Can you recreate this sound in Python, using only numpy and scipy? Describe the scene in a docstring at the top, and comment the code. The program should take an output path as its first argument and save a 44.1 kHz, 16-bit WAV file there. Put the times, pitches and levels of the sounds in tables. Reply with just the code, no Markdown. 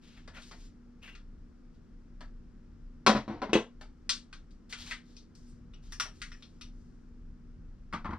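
"""A rifle taken apart by hand at a counter in a small, bare room, on a small stereo camera microphone.
First the receivers scrape and squeak apart, and the bipod ticks as the rifle is moved. At three seconds
the lower half is put down hard, butt first. The bolt carrier clicks and slides, catches snap in the upper
half, and near eight seconds that is laid down too. Sleeves brush; a fan hums and rumbles behind it all."""
import sys
import numpy as np
from scipy import signal
from scipy.fft import rfft, irfft, next_fast_len
from scipy.io import wavfile
from scipy.ndimage import map_coordinates

SR = 44100
rng = np.random.default_rng(int(sys.argv[2]) if len(sys.argv) > 2 else 0)


def generate_wav(signal):
    """Clip the signal to [-1, 1] and save it as 16-bit WAV at the path in sys.argv[1]."""
    frames = np.transpose(np.atleast_2d(signal))
    scaled = np.clip(frames, -1, 1) * 32767
    pcm = np.round(scaled).astype(np.int16)
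    wavfile.write(sys.argv[1], SR, pcm)


N = 360738

# spectrum of hard surfaces rubbing: frequency_hz, level_db
FRICTION_SPECTRUM = [(150, -27), (600, -2), (1400, -1.5), (5800, -4.5), (7000, -4.5), (8500, -11),
                     (10000, -15), (13000, -19), (15000, -20)]


def butt_landing():
    """The butt hits the counter hard, bounces and settles."""
    # blows: start_s, level_db, brightness_db_per_octave, weight_db, chatter_s
    hits = [(3.0645, -23.5, 4, -16, 0.0034), (3.069, -21, 3, -6, 0.0022), (3.076, -22.5, -0.7, -3, 0.003),
            (3.0945, -22, -0.5, -6.5, 0.004), (3.15, -32, -1, 8.5, 0.012), (3.1645, -36, 1.5, 2, .004),
            (3.279, -44, -1, 9.5, 0.0094), (3.297, -43.5, -2.5, 9.5, 0.053),
            (3.4185, -36.5, -.5, -25.5, 0.002), (3.426, -34, -4, -38.5, .01), (3.494, -45.5, -2, 7, 0.0059)]
    # resonances: pitch_hz, width_hz, lift_db
    modes = [(217, 17, 21), (270, 16, 9), (334, 16, 8), (560, 20, 9), (756, 26, 14), (997, 20, 17),
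             (1095, 24, 13), (1245, 24, 12), (1338, 22, 17), (1457, 20, 13), (4147, 24, 17)]
    # timbre: level_db per knock band
    tone = [-22.5, -3, -8.5, -4, -9, -14.5, -21.5, -34]
    return knocks(hits, modes, tone, chatter_db=12.5, echo_db=1.5)


def lower_landing():
    """The lower receiver follows the butt onto the counter with a double knock."""
    # blows: start_s, level_db, brightness_db_per_octave, weight_db, chatter_s
    hits = [(3.5315, -24, 1.78, 5, 0.0024), (3.554, -23.5, -3, -12.5, 0.0038)]
    # resonances: pitch_hz, width_hz, lift_db
    modes = [(220, 17, 12), (270, 18, 8), (335, 19, 20), (413, 24, 17), (490, 24, 11), (898, 16, 9),
             (1340, 18, 9), (2590, 14, 24), (2622, 16, 22), (2850, 200, 4), (3280, 280, 5), (6200, 400, 7),
             (7540, 700, 5)]
    # timbre: level_db per knock band
    tone = [-22, -2.5, -4.5, -10.5, -13, -9, -22, -28]
    return knocks(hits, modes, tone, chatter_db=10.5, echo_db=0.5)


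def handguard_landing():
    """The upper half is laid down on its handguard in a run of light knocks."""
    # blows: start_s, level_db, brightness_db_per_octave, weight_db, chatter_s
    hits = [(7.927, -47, 2, 0, 0.003), (7.935, -42, 2, 0, 0.0026), (7.9405, -42, 0, 0.5, 0.0019),
            (8.046, -45.5, -2, -21, 0.0026), (8.056, -43, -2, -10, 0.0048),
            (8.092, -48.5, -5.5, -8.5, 0.004), (8.107, -46.5, -2, -8, 0.011),
            (8.133, -47.5, -2, 4.5, 0.0036)]
    # resonances: pitch_hz, width_hz, lift_db
    modes = [(81, 12, 24), (179, 21, 19.4), (224.2, 6.8, 24.5), (326, 25, 5.8), (960, 140, 20),
             (1090, 240, 24.5), (1300, 200, 9), (1800, 220, 5)]
    # timbre: level_db per knock band
    tone = [-7.5, -2, -17, -0.9, -1.6, -14.5, -23, -31]
    return knocks(hits, modes, tone, chatter_db=7, echo_db=-2.5)


def action_clicks():
    """Metal meets metal in the receivers and the bolt carrier."""
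    # clicks: start_s, level_db, brightness_db_per_octave, weight_db, crisp_db, ring_hz, ring_db
    hits = [(.368, -57.5, -7, 0, -6, 1750, -5), (.421, -67.5, 3.5, -9, 5, 3440, 10.5),
            (1.0765, -60.5, -5.5, -1, -6, 2100, 7), (1.151, -62, 1, 2, -13, 1970, 4.5),
            (4.0935, -35, 0, -6, 4.5, 4660, 9.5), (4.3282, -54, -1, -2, -6, 1500, 3.5),
            (4.5075, -74.5, 0, -9, 3, 5060, 5.5), (4.726, -44, -1.6, -4.5, -2, 2160, 4),
            (4.911, -44.5, -3, -5.5, 2.5, 1980, 11.5), (5.1665, -64.5, -2, -21.5, 1, 4990, 14.5),
            (5.3515, -82, 6.5, 3, 6, 5130, 15), (6.217, -51.5, 4.5, 4, -5, 1860, 12.5)]
    # resonances: pitch_hz, width_hz, lift_db
    modes = [(1450, 350, -2), (2010, 34, 12), (2490, 34, 14), (4350, 36, 17), (4540, 36, 18),
             (4500, 800, 2), (5000, 30, 13), (5800, 2100, 3), (8300, 900, 2)]
    # timbre: level_db per click band
    tone = [-18.5, -2.5, -1, -3.5, -9, -28.5]
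    return clicks(hits, modes, tone, chatter_s=0.0033, chatter_db=26, echo_db=2.0)


def catch_snaps():
    """Catches in the upper half snap against their stops."""
    # snaps: start_s, level_db, brightness_db_per_octave, weight_db, crisp_db, ring_hz, ring_db
    hits = [(5.7365, -56, -9.5, -30.5, 4, 2900, 4.5), (5.922, -56.5, 3.5, 11.5, 6.5, 5440, 7),
            (5.9988, -37.5, 4, 8, -3.5, 1400, 3.6), (6.056, -60, -7, 2.5, -5, 630, 7),
            (6.3183, -59, 2.5, 5, -11, 1800, 7.4), (6.424, -57.5, -5.5, -18, 3, 3820, 11.4),
            (6.6115, -51, -.6, -10.5, -0.5, 3690, 3.5)]
    # resonances: pitch_hz, width_hz, lift_db
    modes = [(1220, 220, 10), (1275, 40, 19), (1420, 36, 18), (1800, 350, 8), (1870, 32, 15),
             (3560, 30, 13), (3780, 34, 14), (5700, 500, 5), (8300, 1200, 2)]
    # timbre: level_db per click band
    tone = [-19, -3.5, -3, -2.5, -15.5, -25]
    return clicks(hits, modes, tone, chatter_s=0.0035, chatter_db=26, echo_db=2.8)


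def bipod_ticks():
    """The bipod ticks faintly as the rifle is moved."""
    # ticks: start_s, level_db, brightness_db_per_octave, weight_db, crisp_db, ring_hz, ring_db
    hits = [(.2765, -61, 2.1, 3.2, -3, 1730, -1.5), (.5125, -59, 2, 0.7, -4, 1730, 0),
            (2.207, -59.5, -0.5, -1, 1, 1750, -0.5), (3.811, -57, -2.1, -7, 8, 1730, -2)]
    # resonances: pitch_hz, width_hz, lift_db
    modes = [(680, 82, 5), (1710, 100, -9), (4540, 480, 7)]
    # timbre: level_db per click band
    tone = [1, 4.5, -2.5, -3, -12.5, -31]
    return clicks(hits, modes, tone, chatter_s=0.0073, chatter_db=37, echo_db=-1.5)


def knocks(hits, modes, tone_db, chatter_db, echo_db):
    """A part lands on the counter, each blow with its own force and hardness."""
    # bounds of the eight knock bands: edge_hz
    edges_hz = [60, 150, 370, 600, 1200, 2400, 4600, 6500, 14000]
    out = np.zeros((2, N))
    for start_s, db, bright_db, weight_db, chatter_s in hits:
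        shade_db = shade(edges_hz, bright_db, weight_db, pivot_hz=960, weight_hz=189)
        contact = blow(modes, chatter_s, chatter_db, echo_db)
        add(out, start_s, set_bands(contact, edges_hz, db + np.array(tone_db) + shade_db))
    return out


def clicks(hits, modes, tone_db, chatter_s, chatter_db, echo_db):
    """A small metal part strikes its stop; each struck spot has its own crispness and ring."""
    # bounds of the six click bands: edge_hz
    edges_hz = [400, 1000, 2200, 4000, 6500, 9500, 15000]
    # where the crispness goes: share per click band
    crisp_share = [0, 0, 0, 0, .5, 1]
    out = np.zeros((2, N))
    for start_s, db, bright_db, weight_db, crisp_db, ring_hz, ring_db in hits:
        shade_db = shade(edges_hz, bright_db, weight_db, pivot_hz=2497, weight_hz=1850)
        levels_db = db + np.array(tone_db) + shade_db + crisp_db * np.array(crisp_share)
        snap = set_bands(blow(modes, chatter_s, chatter_db, echo_db), edges_hz, levels_db)
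        ring = resonate(snap, ring_hz, width_hz=0.26 * ring_hz)
        add(out, start_s, snap + (from_db(ring_db) - 1) * ring)
    return out


def blow(modes, chatter_s, chatter_db, echo_db, vary_db=3.0, near_db=-8, slow_width_hz=50):
    """A first touch, a dying chatter and their reflections set a part's modes ringing."""
    # spectrum of a contact: frequency_hz, level_db
    spectrum = [(50, -12), (130, -9), (200, 0), (5800, 0), (7000, -5), (8500, -8), (10000, -18),
                (12500, -23), (14500, -38)]
    # reflections off the counter and the rifle itself: shortest_s, longest_s
    near_delay_s = (.001, .007)
    t = np.arange(SR // 3) / SR
    chatter_s = max(chatter_s, 1e-3)
    chatter = slips(len(t), per_s=9000, spread_db=1.5) * np.exp(-t / chatter_s)
    touch = 1. * (t == 0)
    force = room(touch + from_db(chatter_db) * rms_one(chatter) / np.sqrt(len(t)), echo_db)
    delays_s = rng.uniform(*near_delay_s, size=3)
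    reflections = sum(rng.choice([-1, 1]) * np.roll(force, round(s * SR), axis=1) for s in delays_s)
    force = force + from_db(near_db) * reflections
    # a drawn-out blow is a softer push: it rings high modes less
    push = np.exp(-2 * np.pi * t / (0.1 * chatter_s)) * (t < chatter_s)
    push = push / push.sum() * np.sqrt(np.sum(force ** 2) / 2)
    rings = 0
    for hz, width_hz, db in modes:
        drive = push if width_hz < slow_width_hz else force   # narrow modes feel one push
        rings = rings + from_db(db + vary_db * rng.standard_normal()) * resonate(drive, hz, width_hz)
    return colour(force + rings, spectrum)


def shade(edges_hz, bright_db, weight_db, pivot_hz, weight_hz):
    """dB per band: a harder contact tilts the timbre upward; weight behind it fills in the bass."""
    hz = np.sqrt(np.multiply(edges_hz[:-1], edges_hz[1:]))
    return bright_db * np.log2(hz / pivot_hz) + weight_db / (1 + (hz / weight_hz) ** 4)


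def set_bands(x, edges_hz, levels_db):
    """Filter a blow so that each band has the given level over the first 40 ms."""
    n = round(.04 * SR)
    fade = np.minimum(1, np.linspace(10, 0, n))
    power = 2 * np.mean(np.abs(rfft(x[:, :n] * fade)) ** 2, axis=0) / n ** 2
    band_power = np.histogram(np.arange(len(power)) * SR / n, edges_hz, weights=power)[0]
    gain_db = levels_db - 10 * np.log10(band_power + 1e-20)
    corners_hz = np.c_[np.multiply(edges_hz[:-1], 1.15), np.divide(edges_hz[1:], 1.15)].ravel()
    return colour(x, np.c_[corners_hz, np.repeat(gain_db, 2)])


def scrapes():
    """Parts and hands slide along the rifle with a broad hiss."""
    # slides: start_s, hardest_push_s, end_s, level_db, resonance_hz
    strokes = [(.008, .08, 0.29, -66, 2980), (.16, .175, 0.19, -60, 1680), (.33, .372, 0.39, -52.5, 1740),
               (.385, .425, 0.64, -63, 4840), (.56, .62, 0.7, -66, 5000), (1.015, 1.07, 1.06, -58.5, 1800),
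               (4.69, 4.715, 4.74, -53.5, 4530), (4.77, 4.812, 4.85, -50, 3980),
               (4.835, 4.9, 4.944, -49.5, 3640), (5.815, 5.86, 6.08, -69, 4620),
               (6.108, 6.2, 7.8, -77, 5310)]
    return slides(strokes, FRICTION_SPECTRUM, width_share=1, lift_db=20, grip_db=2.0,
                  slips_per_s=1300, spread_db=0.5, echo_db=0.0)


def squeaks():
    """Tight fits squeak as they part: the slips drive a narrow resonance."""
    # squeaks: start_s, hardest_push_s, end_s, level_db, resonance_hz
    strokes = [(1.012, 1.055, 1.11, -55, 2710), (1.095, 1.12, 1.155, -63, 2730),
               (4.792, 4.812, 4.84, -59, 3450), (5.456, 5.49, 5.537, -76, 8240)]
    return slides(strokes, FRICTION_SPECTRUM, width_share=0.045, lift_db=27, grip_db=5.0,
                  slips_per_s=2800, spread_db=0.0, echo_db=-3.0)


def sleeves():
    """Sleeves brush past in a faint, dense rustle."""
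    # brushes: start_s, hardest_push_s, end_s, level_db, resonance_hz
    strokes = [(1.72, 1.78, 1.76, -80, 3200), (5.02, 5.11, 5.26, -72.5, 3800),
               (5.335, 5.41, 5.6, -73.5, 5300), (6.7, 6.78, 7.3, -84.5, 5500)]
    # spectrum of rubbing cloth: frequency_hz, level_db
    cloth = [(150, -25), (600, -15), (1400, -9.5), (5800, 0), (8700, -4.5), (9600, -11), (13000, -10),
             (15000, -35)]
    return slides(strokes, cloth, width_share=0.74, lift_db=16, grip_db=0.5,
                  slips_per_s=5600, spread_db=5.5, echo_db=7)


def slides(strokes, spectrum, width_share, lift_db, grip_db, slips_per_s, spread_db, echo_db):
    """One surface sticks and slips along another; the slips hiss and excite one resonance."""
    edge_s, ease_db_per_s = 0.007, 35
    out, t = np.zeros((2, N)), np.arange(SR // 2) / SR
    for start_s, push_s, end_s, db, hz in strokes:
        length_s = max(end_s - start_s, .01)
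        rise_s = edge_s + 0.3 * abs(push_s - start_s)
        fall_s = edge_s + 0.42 * abs(end_s - push_s)
        fade = np.clip(np.minimum(t / rise_s, (length_s - t) / fall_s), 0, 1)
        # the surfaces catch and let go, and the stroke weakens either side of its hardest push
        pressure_db = grip_db * wander(t, per_s=140) - ease_db_per_s * np.abs(start_s + t - push_s)
        force = room(slips(len(t), slips_per_s, spread_db) * fade * from_db(pressure_db), echo_db)
        sound = colour(force + from_db(lift_db) * resonate(force, hz, width_share * hz), spectrum)
        add(out, start_s, from_db(db) * rms_one(sound) * np.sqrt(length_s / t[-1]))
    return out


def slips(n, per_s, spread_db):
    """Tiny contacts at random moments, of uneven size."""
    sizes = from_db(spread_db * np.minimum(rng.exponential(1, n), 4)) * rng.choice([-1, 1], n)
    return sizes * (rng.random(n) < per_s / SR)


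def room(x, echo_db, t60_s=0.2, treble_t60_s=0.03, treble_hz=7020, build_s=0.00098):
    """The bare room follows each contact with a dense wash of echoes; the treble dies first."""
    # how alike the echoes are left and right: frequency_hz, correlation
    likeness = [(200, .99), (1200, .92), (3000, .82), (6000, .62), (12000, .4)]
    t = np.arange(len(x)) / SR
    noise = stereo_noise(len(t), likeness)
    dull = signal.sosfilt(signal.butter(1, treble_hz, fs=SR, output="sos"), noise)
    wash = 0
    for band, decay_s in (dull, t60_s), (noise - dull, treble_t60_s):
        decay = 1e-3 ** (t / decay_s) * (1 - np.exp(-t / build_s))
        energy = signal.fftconvolve(x ** 2, decay ** 2)[:len(t)]
        wash = wash + band * np.sqrt(np.abs(energy))
    return x + from_db(echo_db) * np.sqrt(np.mean(x ** 2)) * rms_one(wash)


def fan(swell_db=2.0, waver_db=3):
    """A fan in the background: a rumble that swells at random, rushing air and a wavering motor hum."""
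    # spectra of the rumble and the air: frequency_hz, level_db
    rumble_spectrum = [(10, -26), (20, -7), (29, 10.5), (38, -4), (54, -7), (80, -7.5), (110, -13.5),
                       (135, -15.5), (170, -14.5), (300, -66.5), (900, -110)]
    air_spectrum = [(60, -33.5), (140, -22.5), (200, -17.5), (290, -21.5), (380, -28), (520, -35.5),
                    (680, -41.5), (950, -42.5), (1350, -40), (2400, -51), (3800, -55), (5400, -52),
                    (7500, -60.5), (14000, -80.5)]
    # slow course of the rumble: time_s, level_db
    rumble_course = [(0, -52.5), (1, -54), (2.6, -49.5), (3.6, -53), (5.2, -54), (5.7, -47), (6.3, -52),
                     (8.18, -44.5)]
    # motor tones: pitch_hz, level_db
    tones = [(240, -62), (480, -84)]
    # how alike the noise is left and right: frequency_hz, correlation
    likeness = [(60, 1), (300, 0.55), (700, 0.38), (1400, 0.64), (3000, 0.83), (7000, .05)]
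    size, t = next_fast_len(N, real=True), np.arange(N) / SR
    rumble_db = np.interp(t, *np.transpose(rumble_course)) + swell_db * wander(t, per_s=7)
    rumble = from_db(rumble_db) * rms_one(colour(stereo_noise(size, likeness), rumble_spectrum)[:, -N:])
    air = from_db(-60.5) * rms_one(colour(stereo_noise(size, likeness), air_spectrum)[:, -N:])
    hum = sum(from_db(db + waver_db * wander(t, per_s=6)) * rms_one(np.sin(2 * np.pi * hz * t))
              for hz, db in tones)
    return rumble + air + hum


def stereo_noise(n, likeness):
    """White noise whose two channels are as alike as a table of frequency_hz, correlation says."""
    alike = np.clip(at_hz(likeness, np.arange(n // 2 + 1) * SR / n), 0, .999)
    mid, side = rfft(rng.standard_normal((2, n)))
    return irfft(np.sqrt(1 + alike) * mid + np.sqrt(1 - alike) * side * [[1], [-1]], n) / np.sqrt(2)


def colour(x, points):
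    """Minimum-phase filter shaped by a table of frequency_hz, level_db: nothing sounds early."""
    n = x.shape[-1]
    size = 2 * next_fast_len(n // 2 + SR // 20, real=True)
    gain = from_db(at_hz(points, np.arange(size // 2 + 1) * SR / size))
    cepstrum = irfft(np.log(gain))
    cepstrum[1:size // 2] *= 2
    cepstrum[size // 2 + 1:] = 0
    return irfft(rfft(x, size) * np.exp(rfft(cepstrum)))[..., :n]


def resonate(x, hz, width_hz):
    """One resonance, gain 1 at its peak."""
    r = np.exp(-np.pi * width_hz / SR)
    feedback = [1, -2 * r * np.cos(2 * np.pi * hz / SR), r * r]
    return signal.lfilter(np.array([1, 0, -1]) * (1 - r * r) / 2, feedback, x + 1e-18)


def wander(t, per_s):
    """A smooth random curve with spread about 1."""
    return map_coordinates(rng.standard_normal(SR // 10), [t * per_s], order=2)


def at_hz(points, hz):
    """Read a table of frequency_hz, value on a log-frequency axis."""
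    points_hz, value = np.transpose(points)
    return np.interp(np.log(np.maximum(hz, 1)), np.log(points_hz), value)


def from_db(db):
    """Decibels to gain."""
    return 10 ** (np.asarray(db) / 20)


def rms_one(x):
    """Scale to rms 1."""
    return x / np.sqrt(np.mean(x ** 2) + 1e-30)


def add(track, start_s, sound):
    """Mix a sound into the track."""
    i = max(round(start_s * SR), 0)
    track[:, i:i + sound.shape[1]] += sound[:, :max(N - i, 0)]


def scene():
    """The rifle and the sleeves at the counter, with the fan behind them."""
    landings = butt_landing() + lower_landing() + handguard_landing()
    metal = bipod_ticks() + action_clicks() + catch_snaps()
    friction = scrapes() + squeaks() + sleeves()
    return landings + metal + friction + fan()


def record(dry, cutoff_hz=14900):
    """A small stereo camera microphone: two ports that colour the sound differently, the top cut off."""
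    # left port against the right: frequency_hz, level_db
    balance = [(60, 1), (250, .8), (500, 2.3), (1000, 2.4), (1800, 4.3), (4000, 5.4), (5800, 5.8),
               (6900, 0), (8300, -11), (10500, -5), (14000, -4)]
    # sound reaches the left port a little later: frequency_hz, left_phase_rad
    phase = [(100, 0), (500, -.2), (1200, -.5), (3500, -.9), (5300, -1.2), (7000, -3), (7800, -3.1),
             (10200, -.7), (14000, -.4)]
    size = next_fast_len(N + SR // 10, real=True)
    hz = np.arange(size // 2 + 1) * SR / size
    left = from_db(at_hz(balance, hz)) * np.exp(1j * at_hz(phase, hz))
    ports = np.array([left, np.ones(len(hz))]) / np.sqrt((1 + np.abs(left) ** 2) / 2)
    picked_up = irfft(rfft(dry, size) * ports, size)[:, :N]
    return signal.sosfilt(signal.ellip(10, .1, 90, cutoff_hz, fs=SR, output="sos"), picked_up)


dry = scene()
out = record(dry)
generate_wav(out)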